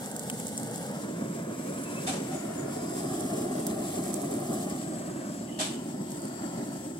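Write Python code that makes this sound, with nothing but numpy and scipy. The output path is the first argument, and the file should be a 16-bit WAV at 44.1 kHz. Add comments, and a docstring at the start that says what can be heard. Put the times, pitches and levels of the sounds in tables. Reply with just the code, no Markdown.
"""A hand-held gas torch singes poultry skin on a concrete yard floor, close to a moving pair of microphone ports.
The flame is low noise and the nozzle hisses; short delayed copies at each port shift as the hands move.
Fat spits as single bright pops, with dense sizzle and fizz of random clicks and narrow whistly noise bands.
From farther off come splashy bursts, made of decaying noise with a knock and ringing, and thin tonal squeaks."""
import sys
import numpy as np
from scipy import signal
from scipy.fft import rfft, irfft, next_fast_len
from scipy.io import wavfile

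SR = 44100
rng = np.random.default_rng(int(sys.argv[2]) if len(sys.argv) > 2 else 0)


def unload_audio(sound):
    """Save the sound as a 16-bit wav file, at the path given as the first command line argument."""
    columns = np.transpose(np.atleast_2d(sound))
    # keep every value between -1 and 1, then stretch to whole-number steps
    steps = np.round(np.clip(columns, -1, 1) * 32767)
    wavfile.write(sys.argv[1], SR, steps.astype(np.int16))


N = 308259
TIME = np.arange(N) / SR
LEFT_RIGHT = np.array([[1], [-1]])  # signs that share a left-right difference between the ports

# Far splashy bursts: t/s, level/dB, rise constant/s, splash t60/s, knock f/Hz, knock level/dB,
# bright core level/dB, ringing level/dB
BURSTS = [(2.063, -30, 0.0055, 0.52, 738, -31.5, -55, -39), (2.306, -48, 0.008, 0.9, 740, -35, -63, -56),
          (5.585, -27.5, 0.0075, 0.53, 648, -30.5, -29.5, -38)]
# Spectrum of the splash: f/Hz, relative level/dB per Hz
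BURST_COLOUR = [(350, -34), (520, -2), (700, 5), (950, 3), (1400, -1), (2000, -1), (3200, -4), (4500, -0.5),
                (7000, -2.5), (10000, -3), (13000, -13), (16000, -38)]
# What the bursts set ringing: f/Hz, relative level/dB, t60/s
BURST_RINGS = [(1470, -3.5, 0.22), (2350, -5.5, 0.33), (2550, -5.5, 0.35), (2805, -7, 0.3), (3080, -4, 0.4),
               (3605, -3, .4), (4000, -7.5, 0.4), (4700, -13, .3), (5630, -7.5, 0.39), (6310, -7, 0.59)]
CORE_HZ, RING_T60_S = 3280, 0.34  # bright core of each burst
RING_WIDTH_HZ, KNOCK_WIDTH_HZ = 48, 140  # the knock band reaches this far to either side
KNOCK_HOLD_S, KNOCK_T60_S = 0.028, 0.15
CLATTER_PER_S, CLATTER_SHARE = 1500, 0.42  # separate droplets or grit within a burst

# Thin squeaks from afar: t/s, length/s, f/Hz, level/dB
SQUEAKS = [(1.853, .05, 2610, -49), (1.908, .025, 2620, -51.5), (1.953, .056, 2600, -46.5),
           (2.011, .02, 2620, -52), (5.478, .036, 2040, -53), (5.512, .022, 3000, -52)]

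# Narrow whistly bands in the hiss: t/s, length/s, f/Hz, width/Hz, level/dB, left-right/dB
WHISTLES = [(0.0, 0.92, 8700, 200, -59.5, -8), (0.044, 0.57, 7300, 200, -61, -8),
            (1.201, 0.28, 7600, 250, -64, -8), (1.58, 0.55, 9830, 300, -59, -8),
            (1.622, 0.36, 7600, 300, -62, 4), (2.65, .6, 7600, 250, -58, -8),
            (4.331, 0.15, 8750, 500, -57, -8), (6.203, .45, 7570, 300, -59, 4),
            (6.75, .24, 8050, 400, -59.5, 1), (5.804, .7, 11800, 500, -70, -6),
            (2.305, 0.14, 6860, 200, -52, 3), (2.553, 0.11, 6870, 250, -50, 2),
            (2.592, 0.73, 5040, 500, -54, 2), (2.842, 0.55, 8650, 300, -61, -13),
            (4.646, 0.52, 8000, 400, -57, -2), (5.425, .45, 2970, 300, -53.5, 2),
            (5.854, 1.05, 4600, 302, -59, 6), (6.115, 0.2, 9100, 500, -60, -8)]

# Fine fizz at the very top of the range: t/s, level/dB
FIZZ = [(0.0, -50), (0.6, -56), (1.17, -71), (2.1, -64), (2.51, -66), (3.0, -69), (4.48, -48), (5.24, -67),
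        (5.57, -68), (5.61, -52), (5.72, -71), (6.25, -62), (6.39, -71), (6.99, -61)]
FIZZ_PER_S = 450  # before its random drift

# Loudest pops of spitting fat: t/s, peak level/dB, left-right/dB, depth level/dB, top edge level/dB
CRACKS = [(0.06, -21, 0, -22, -8), (0.1148, -23, -7, -13, -7), (0.1642, -21, -8, -25, -5),
          (0.1948, -18, -7, -23, -5), (0.2342, -27, -3, -25, -2), (0.2995, -12.5, 2, -2, -1),
          (0.3793, -34, 0, -20, -6), (0.489, -24, -3, -14, -4), (0.5185, -33, 0, -20, -6),
          (0.571, -27, 0, -18, -5), (0.6123, -28, 0, -20, -4), (0.674, -27, 0, -14, -8),
          (0.9136, -28, -5, -22, -6), (1.06, -35, 0, -20, -8), (3.2625, -32, -3, -18, -6),
          (3.519, -35, -3, -18, -6), (3.884, -30, -3, -18, -6), (3.986, -29, -3, -18, -6),
          (4.0073, -31, -3, -18, -6), (4.339, -24, -7, -20, -7), (6.1684, -36, 0, -16, -8),
          (0.391, -29, 4, -17, -8), (0.4, -20.5, 1, -5, -8), (0.4686, -19, 0, -22, -6),
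          (0.4817, -24, -7, -20, -8), (0.5777, -16, 3, -13, -6), (0.598, -26, 1, -23, -5),
          (0.6323, -19, 5, -21, -8), (0.712, -28, 0, -30, -8), (0.759, -23, 6, -17, -10),
          (0.78, -24, -2, -17, -10), (0.8287, -29, -6, -15, -6), (0.865, -27, -5, -20, -10),
          (1.6995, -30, 3, -18, -8), (1.8372, -26, -5, -15, -10), (3.0335, -32, -1, -17, -8),
          (3.207, -21, -3, -17, -8), (3.4194, -25, -2, -18, -8), (3.6673, -13, -5, -14, 4),
          (3.864, -31, -6, -15, -8), (3.933, -26, -6, -17, -8), (3.965, -28, -3, -13, -10),
          (4.038, -27, -5, -15, -8), (4.057, -32, -5, -15, -8), (4.0803, -26, -7, -15, -10),
          (4.103, -28, -4, -16, -10), (4.1305, -27, -5, -12, -8), (4.135, -28, -5, -15, -8),
          (4.1414, -19.5, -14, -15, -4), (4.2176, -25, -11, -10, -4), (4.2263, -28, -6, -18, -5),
          (4.2458, -28, -3, -15, -8), (4.3128, -25, -8, -18, -3), (4.531, -27, 3, -15, -8),
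          (4.538, -26, 2, -15, -8), (4.544, -23, -2, -11, -6), (4.6982, -22.5, 4, -8, -10),
          (4.8826, -32, 1.5, -12, -4), (6.1052, -28, 5, -10, -14), (6.1185, -25, 2.5, -14, -10),
          (6.2018, -34, 1, -14, -6), (6.2194, -28, -6, -14, -1), (6.2536, -28, 3.5, -12, -8),
          (6.2817, -29, 5, -12, -6), (6.335, -36, 10, -14, -10)]
# Slaps of a pop off carcass and floor: delay/ms, strength
CRACK_ECHOES = [(1.3, .2), (2.6, .3), (4.0, .15)]
CRACK_HZ = 7930  # sets the main band of a pop

# Gas jet: t/s, hiss level/dB
JET = [(0.0, -43.5), (0.15, -46), (0.4, -42), (0.62, -41.5), (0.88, -43), (1.03, -46), (1.5, -48),
       (1.75, -45), (2.16, -42.5), (2.45, -47), (2.75, -46), (3.1, -42.5), (3.5, -44), (4.28, -43.5),
       (4.85, -42.5), (5.15, -45.5), (5.9, -48), (6.3, -46.5), (6.99, -48)]
# Spectrum of the hiss: f/Hz, relative level/dB per Hz
HISS = [(1000, -26), (1800, 4), (2200, 0.5), (2650, -4), (3100, -2), (4000, -0.5), (8000, 2.5), (16000, 3)]
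SPITS_PER_S = 280  # sizzle in the hiss, before it drifts and follows the jet

# Flame: t/s, roar level/dB, brightness of its upper part/dB
FLAME = [(0.0, -37, 1.5), (0.49, -34, -7.5), (0.89, -36, 1), (1.34, -35, -1.5), (1.95, -38, 5),
         (2.16, -33.5, -1), (2.49, -35, 2), (3.13, -31.5, -4.5), (4.57, -31.5, -6), (5.24, -37, 2),
         (5.68, -35.5, -13.5), (6.35, -37, 0), (6.56, -34.5, -0.5), (6.99, -39.5, -9)]
# Spectrum of the roar: f/Hz, relative level/dB per Hz
ROAR = [(25, -63), (45, -27), (80, -16.5), (140, -1), (220, 2), (400, -2), (650, -8), (1000, -16),
        (1700, -20), (2600, -35), (4000, -40.5)]
SCATTER_DB, DIFFUSE_DB = -8, -24  # diffuse arrival of the upper roar and of the whole roar

# Six postures of the hands, with glides between: reached t/s, left t/s, arrival at left port relative
# to right/ms, hiss left-right/dB, extra treble left/dB, extra treble right/dB
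POSTURES = [(0.0, 0.848, -0.21, 0.5, 3, -2.5), (1.163, 2.098, -0.25, 1.5, 1.5, -12),
            (2.355, 2.56, -0.231, 4, 1.5, 3), (3.025, 4.6, -0.23, 1, 2, 3),
            (4.948, 5.333, -0.294, 4, -13, -25), (5.8, 7.012, -0.246, 2.5, 2, -13)]
# Echoes off floor, carcass and hand, one row per posture: delay/ms and signed strength for three paths
ECHOES_LEFT = [(0.52, -0.031, 1.44, 0.31, 3, -0.11), (1.3, -0.0019, 2.01, 0.1, 2.66, -0.4),
               (1.77, 0.37, 2.48, -0.56, 3.1, 0.32), (1.72, 0.4, 2.31, -0.64, 3.0, 0.4),
               (1.51, 0.17, 2.36, -0.24, 2.4, -0.081), (0.74, 0.11, 2.58, -0.48, 3.09, 0.37)]
ECHOES_RIGHT = [(1.11, 0.28, 1.2, 0.087, 2.8, -0.35), (0.55, 0.3, 1.16, -0.24, 2.05, -0.53),
                (0.56, 0.38, 1.76, -0.51, 2.68, 0.28), (0.807, 0.2, 1.8, -0.54, 2.5, 0.35),
                (0.84, 0.32, 2.005, -0.53, 2.9, 0.36), (0.93, 0.53, 1.72, -0.61, 3.49, 0.22)]
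# One value per posture: gain/dB of the roar below 150 Hz
DEEP_DB = [-3, 0, 0.5, -0.5, 1.5, 0]
# One value per posture: gain/dB of the hiss between 2 and 3 kHz
HOLLOW_DB = [-5.5, 4, 5, -1.5, 1.5, 0.5]
# One value per posture: gain/dB of the hiss around 14 to 15 kHz
AIRY_DB = [2, -1, -2, 1, -2, -3]
ECHO_CUT_HZ = 6000  # dulling of the roar's echoes
TREMOR_MS, TREMOR_PER_S = 0.04, 2  # the hands never hold quite still

# Cavity resonance of each microphone port: f/Hz, level/dB
PORT_LEFT = [(2000, -0.5), (3000, 2), (4000, -0.5), (4800, 0), (6200, 0), (6900, 3.5), (7350, 6),
             (7700, 12), (8100, 8), (8700, -0.5), (9300, -6.5), (10000, -2.5), (10700, -6), (11800, -5.5),
             (13000, -14.5), (16000, -11)]
PORT_RIGHT = [(2000, -1.5), (3000, 2.5), (3800, 0), (4700, -1.5), (5600, -1), (6800, 2), (7600, 4.5),
              (8800, 7.5), (9500, 4.5), (10000, 8), (10500, -0.5), (11800, 0.5), (13000, -4), (15000, -5.5),
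              (16000, -8)]
CUTOFF_HZ = 15800


def amp(db):
    """Turn dB into gain."""
    return 10 ** (np.asarray(db) / 20)


def unit(x):
    """Scale to rms 1."""
    return x / np.sqrt(np.mean(x ** 2) + 1e-20)


def in_time(rows):
    """Read each column of a curve table, sample by sample."""
    s, *columns = np.transpose(rows)
    return [np.interp(TIME, s, c) for c in columns]


def by_posture(rows):
    """Hold one row while each posture lasts and join the rows by straight glides."""
    held = []
    for (reached, left, *_), row in zip(POSTURES, rows):
        held += [(reached, *row), (left, *row)]
    return in_time(held)


def at_hz(points, hz):
    """Read a spectrum in dB on a log-frequency axis."""
    points = np.array(points)
    return np.interp(np.log(hz), np.log(points[:, 0]), points[:, 1])


def coloured(x, points):
    """Give steady noise a spectrum."""
    size = next_fast_len(N)
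    hz = np.maximum(np.arange(size // 2 + 1) * SR / size, 1)
    return irfft(rfft(x, size) * amp(at_hz(points, hz)), size)[..., :N]


def causal(x, points):
    """Give a sound a spectrum with the least delay, so that nothing rings ahead of a click."""
    size = 2 * next_fast_len(N // 2 + 2000)
    hz = np.maximum(np.arange(size // 2 + 1) * SR / size, 1)
    # folding the cepstrum onto positive times gives minimum phase
    cepstrum = irfft(np.log(amp(at_hz(points, hz))), size)
    cepstrum[1:size // 2] *= 2
    cepstrum[size // 2 + 1:] = 0
    return irfft(rfft(x, size) * np.exp(rfft(cepstrum)), size)[:N]


def drift(rate_hz):
    """Slow random wander of rms 1, smoothed by two equal poles and computed every 40 samples."""
    r = np.exp(-80 * np.pi * rate_hz / SR)
    white = rng.standard_normal(N // 40 + 2002)
    slow = signal.lfilter([1], [1, -2 * r, r * r], white)[2000:]
    return np.interp(np.arange(N) / 40, np.arange(len(slow)), unit(slow))


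def band(x, low_hz, high_hz):
    """Gentle band-pass."""
    sos = signal.butter(2, [low_hz, min(high_hz, 0.45 * SR)], "band", fs=SR, output="sos")
    return signal.sosfilt(sos, x)


def first_order(x, hz, kind="low"):
    """Keep what lies below or above a soft edge."""
    return signal.sosfilt(signal.butter(1, hz, kind, fs=SR, output="sos"), x)


def raised(x, part, gain_db):
    """Change the level of one part within a sound."""
    return x + (amp(gain_db) - 1) * part


def late(x, ms):
    """Read a signal late by a time that may change."""
    return np.interp(np.arange(N) - ms * SR / 1000, np.arange(N), x)


def at_ports(x, cut_hz, strength):
    """Direct sound plus three dulled echoes at each port; their interference cuts moving notches."""
    r = np.exp(-2 * np.pi * cut_hz / SR)
    arrival_ms = by_posture(POSTURES)[2]
    ports = []
    for echoes, direct in ((ECHOES_LEFT, x), (ECHOES_RIGHT, late(x, -arrival_ms))):
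        paths = by_posture(echoes)
        dull = signal.lfilter([1 - r], [1, -r], direct)
        port = direct
        for ms, gain in zip(paths[::2], paths[1::2]):
            port = port + strength * gain * late(dull, ms + TREMOR_MS * drift(TREMOR_PER_S))
        ports.append(port)
    return np.array(ports)


def around_hand(x):
    """Very short paths round the holding hand wander slowly and comb the treble into drifting bands."""
    ports = []
    for direct in x:
        port = direct
        for ms in (0.21, 0.37, 0.62):
            port = port + 0.087 * late(direct, ms * (1 + 0.063 * drift(0.44)))
        ports.append(port)
    return np.array(ports)


def bursts():
    """Far diffuse noise swells fast and dies, treble first, with knock, bright core, rings and yard tail."""
    white = rng.standard_normal((4, N))
    sizes = amp(4.5 * np.minimum(rng.exponential(1, N), 4)) * (rng.random(N) < CLATTER_PER_S / SR)
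    # each droplet or grain sounds about a millisecond
    grain = unit(signal.lfilter([1], [1, -np.exp(-1 / (0.0012 * SR))], sizes))
    white = white * (1 - CLATTER_SHARE + CLATTER_SHARE * grain)

    noise = unit(coloured(white[:2], BURST_COLOUR))
    low = first_order(noise, 5000)
    wobble = 0.022 * drift(42.0)
    core = unit(band(white[2:], 0.94 * CORE_HZ, 1.38 * CORE_HZ))
    half_width = RING_WIDTH_HZ / 2
    tones = [unit(band(white[2:], hz - half_width, hz + half_width)) for hz, *_ in BURST_RINGS]

    out = 0
    for s, level_db, rise, t60, knock_hz, knock_db, core_db, ring_db in BURSTS:
        t = np.maximum(TIME - s, 0)
        swell = (1 - np.exp(-t / rise)) ** 2
        tail = 0.042 * amp(-60 * t / 1.0)
        splash = low * (amp(-60 * t / t60) + tail)
        splash = splash + (noise - low) * amp(-60 * t / (0.66 * t60))

        knock = np.sin(2 * np.pi * knock_hz * np.cumsum(1 + wobble) / SR)
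        rough = band(white[0], knock_hz - KNOCK_WIDTH_HZ, knock_hz + KNOCK_WIDTH_HZ)
        knock = knock + 0.35 * unit(rough)
        knock_fade_db = -60 * np.maximum(t - KNOCK_HOLD_S, 0) / KNOCK_T60_S
        rings = amp(knock_db + knock_fade_db) * knock
        rings = rings + amp(core_db - 60 * t / RING_T60_S) * core
        for (_, db, ring_t60), tone in zip(BURST_RINGS, tones):
            rings = rings + amp(ring_db + db - 60 * t / ring_t60) * tone
        out = out + swell * (amp(level_db) * splash + rings)
    return out


def squeaks():
    """Thin far tones with a slight waver in pitch and level, briefly on, out of phase between the ports."""
    out = np.zeros((2, N))
    waver, shake_db = 0.004 * drift(50), 2 * drift(80)
    for s, length, hz, level_db in SQUEAKS:
        i, size = round(s * SR), round(length * SR)
        phase = 2 * np.pi * np.cumsum(hz * (1 + waver[i:i + size])) / SR
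        shape = amp(level_db + shake_db[i:i + size]) * np.hanning(size) ** 0.3
        out[:, i:i + size] += shape * np.sin(phase + np.array([[0], [1.5]]))
    return out


def whistles():
    """Noise in narrow bands that fades in and out."""
    out = np.zeros((2, N))
    for s, length, hz, width_hz, level_db, pan_db in WHISTLES:
        i, size = round(s * SR), round(length * SR)
        white = rng.standard_normal((2, 3 * SR))
        noise = band(white, hz - width_hz / 2, hz + width_hz / 2)
        noise = unit(noise[:, -size:])  # the settled end of the filtered noise
        gain = amp(level_db + pan_db / 2 * LEFT_RIGHT)
        out[:, i:i + size] += gain * np.hanning(size) ** 0.5 * noise
    return out


def fizz():
    """Tiny spits of fat, dense and very bright, drawn separately for each port."""
    level_db, = in_time(FIZZ)
    sizes = amp(5.3 * np.minimum(rng.exponential(1, (2, N)), 4)) * rng.choice([-1, 1], (2, N))
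    spits = sizes * (rng.random((2, N)) < FIZZ_PER_S * amp(5 * drift(10)) / SR)
    return amp(level_db) * unit(band(spits, 11600, 18000))


def cracks():
    """Each fat pop is a snap at both ports and a few ms of scattered noise; deep ones reach below 1 kHz."""
    out, t = np.zeros((2, N)), TIME[:1200]
    lead = 11  # samples by which the left port hears it first
    for s, peak_db, pan_db, depth_db, edge_db in CRACKS:
        white = rng.standard_normal((3, len(t)))
        puff = white[0] * np.exp(-t / 0.0005) + 0.17 * white[1:] * np.exp(-t / 0.004)
        puff = puff * (1 - np.exp(-t / 0.0003))
        puff = puff + 2.4 * (np.arange(len(t)) == lead)  # the snap itself
        puff = puff + sum(g * np.roll(puff, round(ms * SR / 1000), axis=1) for ms, g in CRACK_ECHOES)

        main = unit(band(puff, 0.7 * CRACK_HZ, 1.85 * CRACK_HZ))
        depth = unit(band(puff, 470, 8300))
        edge = unit(band(puff, 12500, 19200))
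        pop = main + amp(depth_db) * depth + amp(edge_db) * edge
        pop *= amp(peak_db + pan_db / 2 * LEFT_RIGHT) / np.abs(pop).max(axis=1, keepdims=True)
        i = round(s * SR)
        out[0, i - lead:i - lead + len(t)] += pop[0]
        out[1, i:i + len(t)] += pop[1]
    return out


def jet():
    """Nozzle hiss and fine sizzle, part direct with echoes, part scattered; hand and torch shade the treble."""
    level_db, = in_time(JET)
    pan_db, left_db, right_db = by_posture(POSTURES)[3:]
    white = rng.standard_normal((3, N))
    sizes = amp(3.0 * np.minimum(rng.exponential(1, N), 3.5)) * rng.choice([-1, 1], N)
    # spits come in flurries and thicken as the jet gets louder
    spits_per_s = SPITS_PER_S * amp(3.5 * drift(12) + 1.1 * (level_db - level_db.mean()))
    sizzle = 2.9 * sizes * (rng.random(N) < spits_per_s / SR)

    direct = at_ports(white[0] + sizzle, 12000, strength=1.6)
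    wide = unit(coloured(direct + 1.15 * white[1:], HISS))
    treble = coloured(wide, [(7800, -16.5), (8600, -6.0), (10000, -7)])
    shaded = raised(wide, treble, np.array([left_db, right_db]))
    shaded = raised(shaded, band(wide, 1980, 3000), by_posture(np.c_[HOLLOW_DB])[0])
    shaded = raised(shaded, band(shaded, 14200, 15000), by_posture(np.c_[AIRY_DB])[0])
    flutter_db = 1.4 * drift(13.3) + 0.24 * drift(65)
    return amp(level_db + flutter_db + pan_db / 2 * LEFT_RIGHT) * shaded


def roar():
    """Turbulent burning: low noise whose upper part grows when the flame is pressed onto the skin."""
    level_db, bright_db = in_time(FLAME)
    white = rng.standard_normal((3, N))
    near = unit(coloured(white[0], ROAR))
    scattered = unit(coloured(white[1:], ROAR))
    sound = at_ports(near, ECHO_CUT_HZ, strength=1)
    sound = sound + amp(SCATTER_DB) * band(scattered, 1300, 6000) + amp(DIFFUSE_DB) * scattered
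    sound = raised(sound, first_order(sound, 150), by_posture(np.c_[DEEP_DB])[0])
    sound = raised(sound, first_order(sound, 700, "high"), bright_db)
    return amp(level_db + 1.0 * drift(13.0)) * sound


def scene():
    """Sum at the two ports, from the far yard to the torch."""
    return bursts() + squeaks() + whistles() + fizz() + cracks() + around_hand(jet()) + roar()


def record(dry):
    """Each microphone port colours the treble with its cavity; a steep low-pass cuts the top."""
    ports = np.array([causal(dry[0], PORT_LEFT), causal(dry[1], PORT_RIGHT)])
    return signal.sosfilt(signal.ellip(12, 0.5, 70, CUTOFF_HZ, fs=SR, output="sos"), ports)


dry = scene()
out = record(dry)
unload_audio(out)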